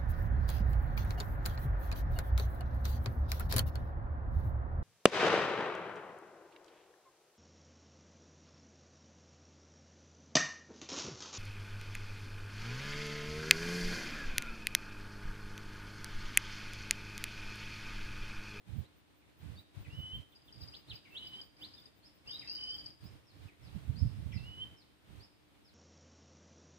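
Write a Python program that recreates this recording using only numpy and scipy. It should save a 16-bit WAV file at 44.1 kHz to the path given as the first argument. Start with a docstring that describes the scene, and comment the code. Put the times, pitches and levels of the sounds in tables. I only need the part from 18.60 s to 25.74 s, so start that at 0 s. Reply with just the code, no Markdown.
"""A bird on a wooded river bank repeats a quick downslur and a long rising whistle, both near-pure tones.
A near bird sweeps up and down, and far ones call thinly; leaves scatter the calls and trees echo them.
A pellet excites the modes of a tiny bell, likely on a fishing rod, and wind eddies buffet a phone's
two ports. Insects whine faintly. The phone's noise suppressor lets the river's hiss swell whenever
something sounds."""
import sys
import numpy as np
from scipy import signal
from scipy.fft import rfft, irfft, next_fast_len
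from scipy.io import wavfile
from scipy.ndimage import uniform_filter1d

SR = 44100
rng = np.random.default_rng(int(sys.argv[2]) if len(sys.argv) > 2 else 0)


def dump_mix(stems):
    """Bounce the given channels to the path in sys.argv[1] as a 16-bit WAV at rate SR."""
    frames = np.atleast_2d(stems).T  # one column per channel
    limited = np.clip(frames, -1, 1)  # hard clip at full scale
    pcm = np.round(limited * 32767).astype(np.int16)
    wavfile.write(sys.argv[1], SR, pcm)


N = 314874
TIME = np.arange(N) / SR
FREQ = np.maximum(np.arange(N // 2 + 1) * SR / N, 1)


def undb(db):
    """Amplitude ratio of a level in decibels."""
    return 10 ** (np.asarray(db) / 20)


def unit(x):
    """Normalisation to rms 1."""
    return x / np.sqrt(np.mean(x ** 2))


def step(t, width_s):
    """Smooth transition from 0 to 1 around t = 0."""
    return (1 + np.tanh(t / width_s)) / 2


def walk(rate):
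    """Random modulation of spread about 1, with a bandwidth of roughly `rate` Hz."""
    knots = rng.standard_normal(N // 40)
    return 1.35 * np.interp(TIME * rate * 2, np.arange(len(knots)), knots)


def noise(points):
    """Spectral shaping: noise of rms 1 whose spectrum follows (Hz, dB) points."""
    hz, db = np.transpose(points)
    gain = undb(np.interp(np.log(FREQ), np.log(hz), db))
    return unit(irfft(rfft(rng.standard_normal(N)) * gain, N))


def band(hz, width):
    """Resonance: narrow-band noise of rms 1."""
    return unit(irfft(rfft(rng.standard_normal(N)) / (1 + (2 * (FREQ - hz) / width) ** 2), N))


def swells(rows, attack_s, release_s):
    """Power addition: the joint envelope of (start s, length s, dB) bouts that rise, hold and decay."""
    power = np.zeros(N)
    for start, length, db in rows:
        fade = np.maximum(start - TIME, 0) / attack_s + np.maximum(TIME - start - length, 0) / release_s
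        power += (undb(db) * np.exp(-np.minimum(fade, 20))) ** 2
    return np.sqrt(power)


def propagate(x, lag, wet_db, t60, early_db, early_s, pan_db):
    """Multipath propagation: direct sound, early scatter off leaves and reverberation from trees.
    The direct sound reaches the right port `lag` samples after the left, and `pan_db` weaker."""
    t = TIME[:SR * 2 // 3]
    size = next_fast_len(N + len(t), real=True)
    source, ports = rfft(x, size), []
    for side in (1, -1):
        leaves = rng.standard_normal(len(t)) * np.exp(-t / early_s) * (t > .001)
        trees = rng.standard_normal(len(t)) * undb(-60 * t / t60) * (1 - np.exp(-t / 0.018))
        paths = (undb(early_db) * unit(leaves) + undb(wet_db) * unit(trees)) / np.sqrt(len(t))
        paths[max(-side * lag, 0)] += undb(side * pan_db / 2)
        ports.append(irfft(source * rfft(paths, size), size)[:N])
    return np.array(ports)


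def river():
    """Broadband noise of water and leaves, incoherent between the ports, over a coherent low murmur."""
    # Spectrum of the hiss. Each row: frequency in Hz, relative spectral density in dB.
    spectrum = [(20, -40), (45, -3), (70, 2.5), (110, -0.5), (200, -4), (310, -4), (420, -8), (700, -11.5),
                (1300, -15), (2500, -16), (3600, -17), (6000, -27.5), (9500, -29.5), (15000, -32)]
    hiss = np.array([noise(spectrum) * undb(.5 * walk(7.6)) for _ in range(2)])
    murmur = band(hz=300, width=24)
    return undb(-59) * hiss + undb(-71.5) * murmur


def insects(chirp_hz, chirp_db, chirp_s):
    """Narrow-band noise: steady whines, and one insect whose chirps are pulses of amplitude modulation."""
    # Steady whines. Each row: centre frequency in Hz, width in Hz, level in dB.
    whines = [(8490, 260, -84.5), (9400, 140, -86.5)]
    # Pace of the chirping, which slows and stops. 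Each row: time in seconds, chirps per second.
    pace_points = [(0, 5.35), (1.1, 4.5), (1.5, 6.5), (3.8, 5.4), (4.5, 2.7)]
    pace = np.interp(TIME, *np.transpose(pace_points))
    cycles = np.cumsum(pace) / SR
    offset_s = (cycles - np.round(cycles)) / pace
    chirps = np.exp(-(offset_s / chirp_s) ** 2) * (cycles > .5) * (TIME < pace_points[-1][0])
    ports = []
    for _ in range(2):
        whine = sum(undb(db) * band(hz, width) for hz, width, db in whines)
        ports.append(whine + undb(chirp_db) * chirps * band(chirp_hz, width=720))
    return np.array(ports)


def wind(port, trim_db):
    """Turbulent pressure on one port (0 left, 1 right): eddies rumble in gusts and peak in thumps."""
    # Spectrum of the eddies. Each row: frequency in Hz, relative spectral density in dB.
    spectrum = [(20, -31), (40, -20), (65, -4), (98, -1), (130, -7), (190, -15.5), (260, -24), (380, -44.5),
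                (600, -49.5), (1200, -72.5)]
    # Gusts. Each row: start and length in seconds, left and right relative levels in dB.
    gusts = [(0.115, 0.097, -72, -39), (0.844, 0.08, -71, -43.5), (0.944, 0.053, -56, -51.5),
             (1.194, 0.44, -62, -59.5), (1.974, 0.14, -71.5, -56), (2.309, 0.033, -66, -48.5),
             (4.08, 0.54, -67, -66.5), (4.441, 0.12, -62, -51), (4.753, .11, -65, -51.5),
             (5.024, 0.24, -65, -50), (5.282, 0.53, -60, -41.5), (5.826, 0.082, -53.5, -47.5),
             (5.955, .18, -56.5, -55.5), (6.497, .11, -70, -50)]
    # Single strong eddies. Each row: time in seconds, left and right relative levels in dB.
    thumps = [(0.192, -56, -33), (1.181, -39.5, -67), (1.212, -45, -50), (1.285, -65, -43),
              (1.339, -43.5, -56), (1.393, -64, -35), (1.442, -46.5, -60), (1.542, -60, -43),
              (1.563, -42, -61), (1.595, -58, -40.5), (1.974, -74, -45.5), (2.03, -75, -43),
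              (4.445, -70, -42.5), (4.856, -68, -45.5), (5.165, -64, -32), (5.299, -43, -28),
              (5.43, -61, -22), (5.464, -36, -26.5), (5.593, -43.5, -43), (5.667, -56, -35.5),
              (5.766, -60, -32)]
    thump_half_width_s = .015
    eddies = noise(spectrum)
    strength = np.sqrt(uniform_filter1d(eddies ** 2, SR // 30) + 0.012)
    bouts = [(start, length, levels[port]) for start, length, *levels in gusts]
    power = swells(bouts, attack_s=0.024, release_s=0.018) ** 2
    for at, *levels in thumps:
        near = abs(TIME - at) < .1
        pulse = np.exp(-((TIME[near] - at) / thump_half_width_s) ** 2)
        power[near] += (undb(levels[port]) * pulse) ** 2
    return eddies / strength * np.sqrt(power) * undb(trim_db)


def ring(hits):
    """Modal decay: each hit excites the bell's modes in a new mix, detuned a little by the pellet."""
    # Modes of the shell. 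Each row: frequency in Hz, relative level in dB, 60 dB decay time in seconds.
    modes = [(4728, -3.5, 0.17), (4840, -15.5, 0.011), (4936, 0.5, 0.041), (4952, 1, 0.038),
             (5080, -8, 0.037), (8140, -29, 0.034), (12100, -31, 0.017)]
    hz, db, t60 = np.transpose(modes)
    t, out = TIME[:SR // 12], np.zeros(N + SR)
    decays = undb(db[:, None] - 60 * t / t60[:, None]) * (1 - np.exp(-t / .0007))
    for i in np.flatnonzero(abs(hits) > undb(-80)):
        detune = 1 + .003 * rng.standard_normal(len(hz))
        mix = undb(3 * rng.standard_normal(len(hz)))
        partials = decays * np.sin(2 * np.pi * (hz * detune)[:, None] * t)
        out[i:i + len(t)] += hits[i] * (mix @ partials)
    return out[:N]


def bell():
    """Impact excitation: a pellet rattles in a small shell, each contact giving a ring and a tick."""
    # Bouts of shaking. Each row: start and length in seconds, relative level in dB.
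    shakes = [(1.76, 0.049, -63.5), (1.94, 0.25, -65), (2.34, .05, -62.5), (2.64, 0.17, -67.5),
              (2.95, .26, -65.5), (3.68, 0.65, -60.5), (3.88, 0.31, -54)]
    # Hard knocks of the pellet. Each row: time in seconds, relative level in dB.
    knocks = [(1.925, -48.5), (1.9394, -53), (2.0348, -53), (2.0844, -49), (2.3545, -53), (2.6713, -50),
              (2.814, -46.5), (3.256, -50.5), (3.675, -47), (3.708, -43.5), (3.7933, -46), (3.8751, -44),
              (3.914, -40.5), (3.936, -52), (3.9525, -37.5), (4.0367, -40.5), (4.0871, -48), (4.1046, -39),
              (4.2601, -40), (4.3041, -49.5)]
    touches_per_s = 160
    touches = (rng.random(N) < touches_per_s / SR) * undb(3 * rng.standard_normal(N))
    hits = touches * swells(shakes, attack_s=.015, release_s=0.028) * undb(2.5 * walk(14) + 1.5)
    for at, db in knocks:
        hits[int(at * SR)] += undb(db)
    jingle = ring(hits) + undb(-12) * hits
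    return propagate(jingle, lag=-13, wet_db=-9, t60=0.48, early_db=-6, early_s=0.0068, pan_db=1.5)


def slurs(rows, waver, edge):
    """Frequency modulation: tones glide through three pitches, loudest at the fraction `crest`."""
    out, wobble = np.zeros(N + SR), 1 + waver * walk(150)
    for start, length, start_hz, mid_hz, end_hz, db, crest in rows:
        i, progress = int(start * SR), np.linspace(0, 1, int(max(length, .01) * SR))
        parabola = np.polyfit([0, .5, 1], [start_hz, mid_hz, end_hz], 2)
        hz = np.polyval(parabola, progress) * np.resize(wobble[i:], len(progress))
        triangle = np.interp(progress, [0, np.clip(crest, .1, .9), 1], [0, 1, 0])
        swell = np.sin(np.pi / 2 * triangle) ** edge
        out[i:i + len(hz)] += undb(db) * swell * np.sin(2 * np.pi * np.cumsum(hz) / SR)
    return out[:N]


def far_birds():
    """Diffuse field: thin rises, falls and low peeps arrive with more scattered than direct sound."""
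    # Kinds of note. Each entry: length in seconds, start, middle and end pitch in Hz, crest from 0 to 1.
    shapes = {"rise": (.064, 4200, 5080, 5300, 0.39), "fall": (0.079, 5600, 4800, 3400, 0.5),
              "peep": (.055, 2900, 2230, 1700, 0.46)}
    # Calls. Each row: start in seconds, kind of note, relative level in dB.
    calls = [(.6, "peep", -70), (1.298, "rise", -73), (3.426, "rise", -58), (4.429, "rise", -64.5),
             (4.65, "fall", -64), (4.872, "peep", -62), (5.018, "fall", -67), (5.355, "rise", -57.5),
             (5.72, "fall", -59.5), (6.162, "fall", -62), (6.596, "rise", -59), (7.035, "fall", -63)]
    rows = []
    for start, kind, db in calls:
        length, *pitches, crest = shapes[kind]
        rows.append((start, length, *pitches, db, crest))
    notes = undb(-3.5) * slurs(rows, waver=0.0236, edge=0.54)
    return propagate(notes, lag=-18, wet_db=2.5, t60=0.78, early_db=6.5, early_s=0.016, pan_db=-4.5)


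def near_bird(throat_hz=3800):
    """Resonance: quick sweeps, even in musical pitch, are loudest near the throat's own frequency."""
    # Sweeps. Each row: start and length in seconds, start and end pitch in Hz, relative level in dB.
    sweeps = [(0.241, .035, 3470, 4400, -63), (0.958, 0.052, 4400, 5050, -61),
              (0.97, 0.037, 3610, 4000, -53), (1.519, .02, 3120, 2350, -59), (1.721, .023, 3830, 2437, -58),
              (1.877, 0.026, 3820, 2380, -54), (2.019, 0.015, 4560, 3400, -57),
              (2.129, 0.028, 2430, 4690, -47), (2.274, 0.03, 3600, 4550, -59.5),
              (2.294, 0.042, 4730, 2130, -45), (2.542, 0.045, 2707, 4230, -42),
              (2.733, .013, 4390, 3660, -54.5), (2.964, .04, 2004, 2518, -62.5),
              (3.004, .064, 2616, 5080, -46.5), (3.171, 0.031, 3755, 3340, -51.5),
              (3.658, .05, 2620, 3290, -48), (3.708, 0.069, 3497, 3981, -44.5)]
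    rows = []
    for start, length, start_hz, end_hz, db in sweeps:
        mid_hz = np.sqrt(start_hz * end_hz)
        crest = np.log(throat_hz / start_hz) / np.log(end_hz / start_hz)
        rows.append((start, length, start_hz, mid_hz, end_hz, db, crest))
    notes = undb(-0.4) * slurs(rows, waver=0.015, edge=1.06)
    return propagate(notes, lag=10, wet_db=-4, t60=0.71, early_db=-1, early_s=0.016, pan_db=-1.5)


def whistling_bird():
    """Modulated pure tone: after a downslur, a whistle starts shakily, steps up, holds and flicks up."""
    # Calls. Each row: whistle start, length and lead-in length in seconds, held pitch in Hz, relative
    # level in dB, its changes at the lead-in, sag and final accent in dB, downslur relative level in dB.
    calls = [(1.301, 0.27, 0.031, 2991, -44, -14, -6.5, 5, -60.5),
             (2.506, 0.3, 0.065, 3010, -46, -9.5, -11.5, 1, -55.5),
             (3.868, 0.29, 0.06, 3033, -41.5, -18.5, 2.5, -2, -56.5),
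             (5.775, 0.27, 0.077, 2970, -48, -9.5, -0.5, 13, -55.5)]
    # The downslur: head start and length in seconds, start, middle and end pitch in Hz, crest from 0 to 1.
    downslur = (.057, .028, 3180, 2255, 1975, .3)
    ahead_s, slur_s, *slur_pitches, crest = downslur
    lead_in_hz, step_s, swell_s = 2676, .016, 0.033
    sag_at_s, sag_s = .19, 0.017
    flick_s, flick_hz_per_s = .055, 3570
    accent_before_end_s, accent_s = 0.019, 0.021
    tones, slur_rows = np.zeros(N), []
    wobble, flutter = walk(70), walk(50)
    for start, length, lead_in, held_hz, level_db, lead_db, sag_db, accent_db, slur_db in calls:
        now = (TIME > start - .01) & (TIME < start + length + .01)
        t = TIME[now] - start
        flick = flick_hz_per_s * np.maximum(t - length + flick_s, 0)
        hz = lead_in_hz + (held_hz - lead_in_hz) * step(t - lead_in, step_s) + flick
        soft_start = step(lead_in + swell_s - t, swell_s)
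        sag = np.exp(-((t - sag_at_s) / sag_s) ** 2)
        accent = np.exp(-((t - length + accent_before_end_s) / accent_s) ** 2)
        db = level_db + lead_db * soft_start + sag_db * sag + accent_db * accent
        gate = np.clip(np.minimum(t, length - t) / 0.0023 + 1, 0, 1)
        shaky = 1 + 3 * np.exp(-(t / 0.049) ** 2)
        phase = 2 * np.pi * np.cumsum(hz * (1 + 0.0033 * shaky * wobble[now])) / SR
        tones[now] += gate * undb(db + 1.83 * np.sqrt(shaky) * flutter[now]) * np.sin(phase)
        slur_rows.append((start - ahead_s, slur_s, *slur_pitches, slur_db, crest))
    whistles = propagate(undb(-1) * tones, lag=-19, wet_db=-10.5, t60=0.56,
                         early_db=-13, early_s=0.015, pan_db=-4)
    glides = slurs(slur_rows, waver=0.047, edge=0.25)
    return whistles + propagate(glides, lag=-19, wet_db=-6, t60=1, early_db=5, early_s=0.036, pan_db=.5)


def scene():
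    """Superposition of birds, bell, insects and river, with independent wind on each port."""
    buffeting = np.array([wind(port=0, trim_db=1.5), wind(port=1, trim_db=1.24)])
    birds = whistling_bird() + near_bird() + far_birds()
    return birds + bell() + insects(chirp_hz=14900, chirp_db=-68.5, chirp_s=0.023) + river() + buffeting


def suppress(x, shut_db, open_db, depth_db, window_s):
    """Downward expansion: the gain falls while the input level stays near the noise floor."""
    power = uniform_filter1d(np.mean(x ** 2, axis=0), int(window_s * SR))
    level_db = 10 * np.log10(power + 1e-12)
    opening = np.clip((level_db - shut_db) / max(open_db - shut_db, 1), 0, 1)
    return x * undb(depth_db * (1 - uniform_filter1d(opening, SR // 40)))


def record(dry):
    """Expansion and band limiting: the phone turns quiet stretches down and cuts the highest treble."""
    cutoff_hz = 15550
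    expanded = suppress(dry, shut_db=-60, open_db=-49.5, depth_db=-9, window_s=0.059)
    lowpass = signal.ellip(10, .1, 60, cutoff_hz, fs=SR, output="sos")
    return signal.sosfiltfilt(lowpass, expanded)


dry = scene()
out = record(dry)
dump_mix(out)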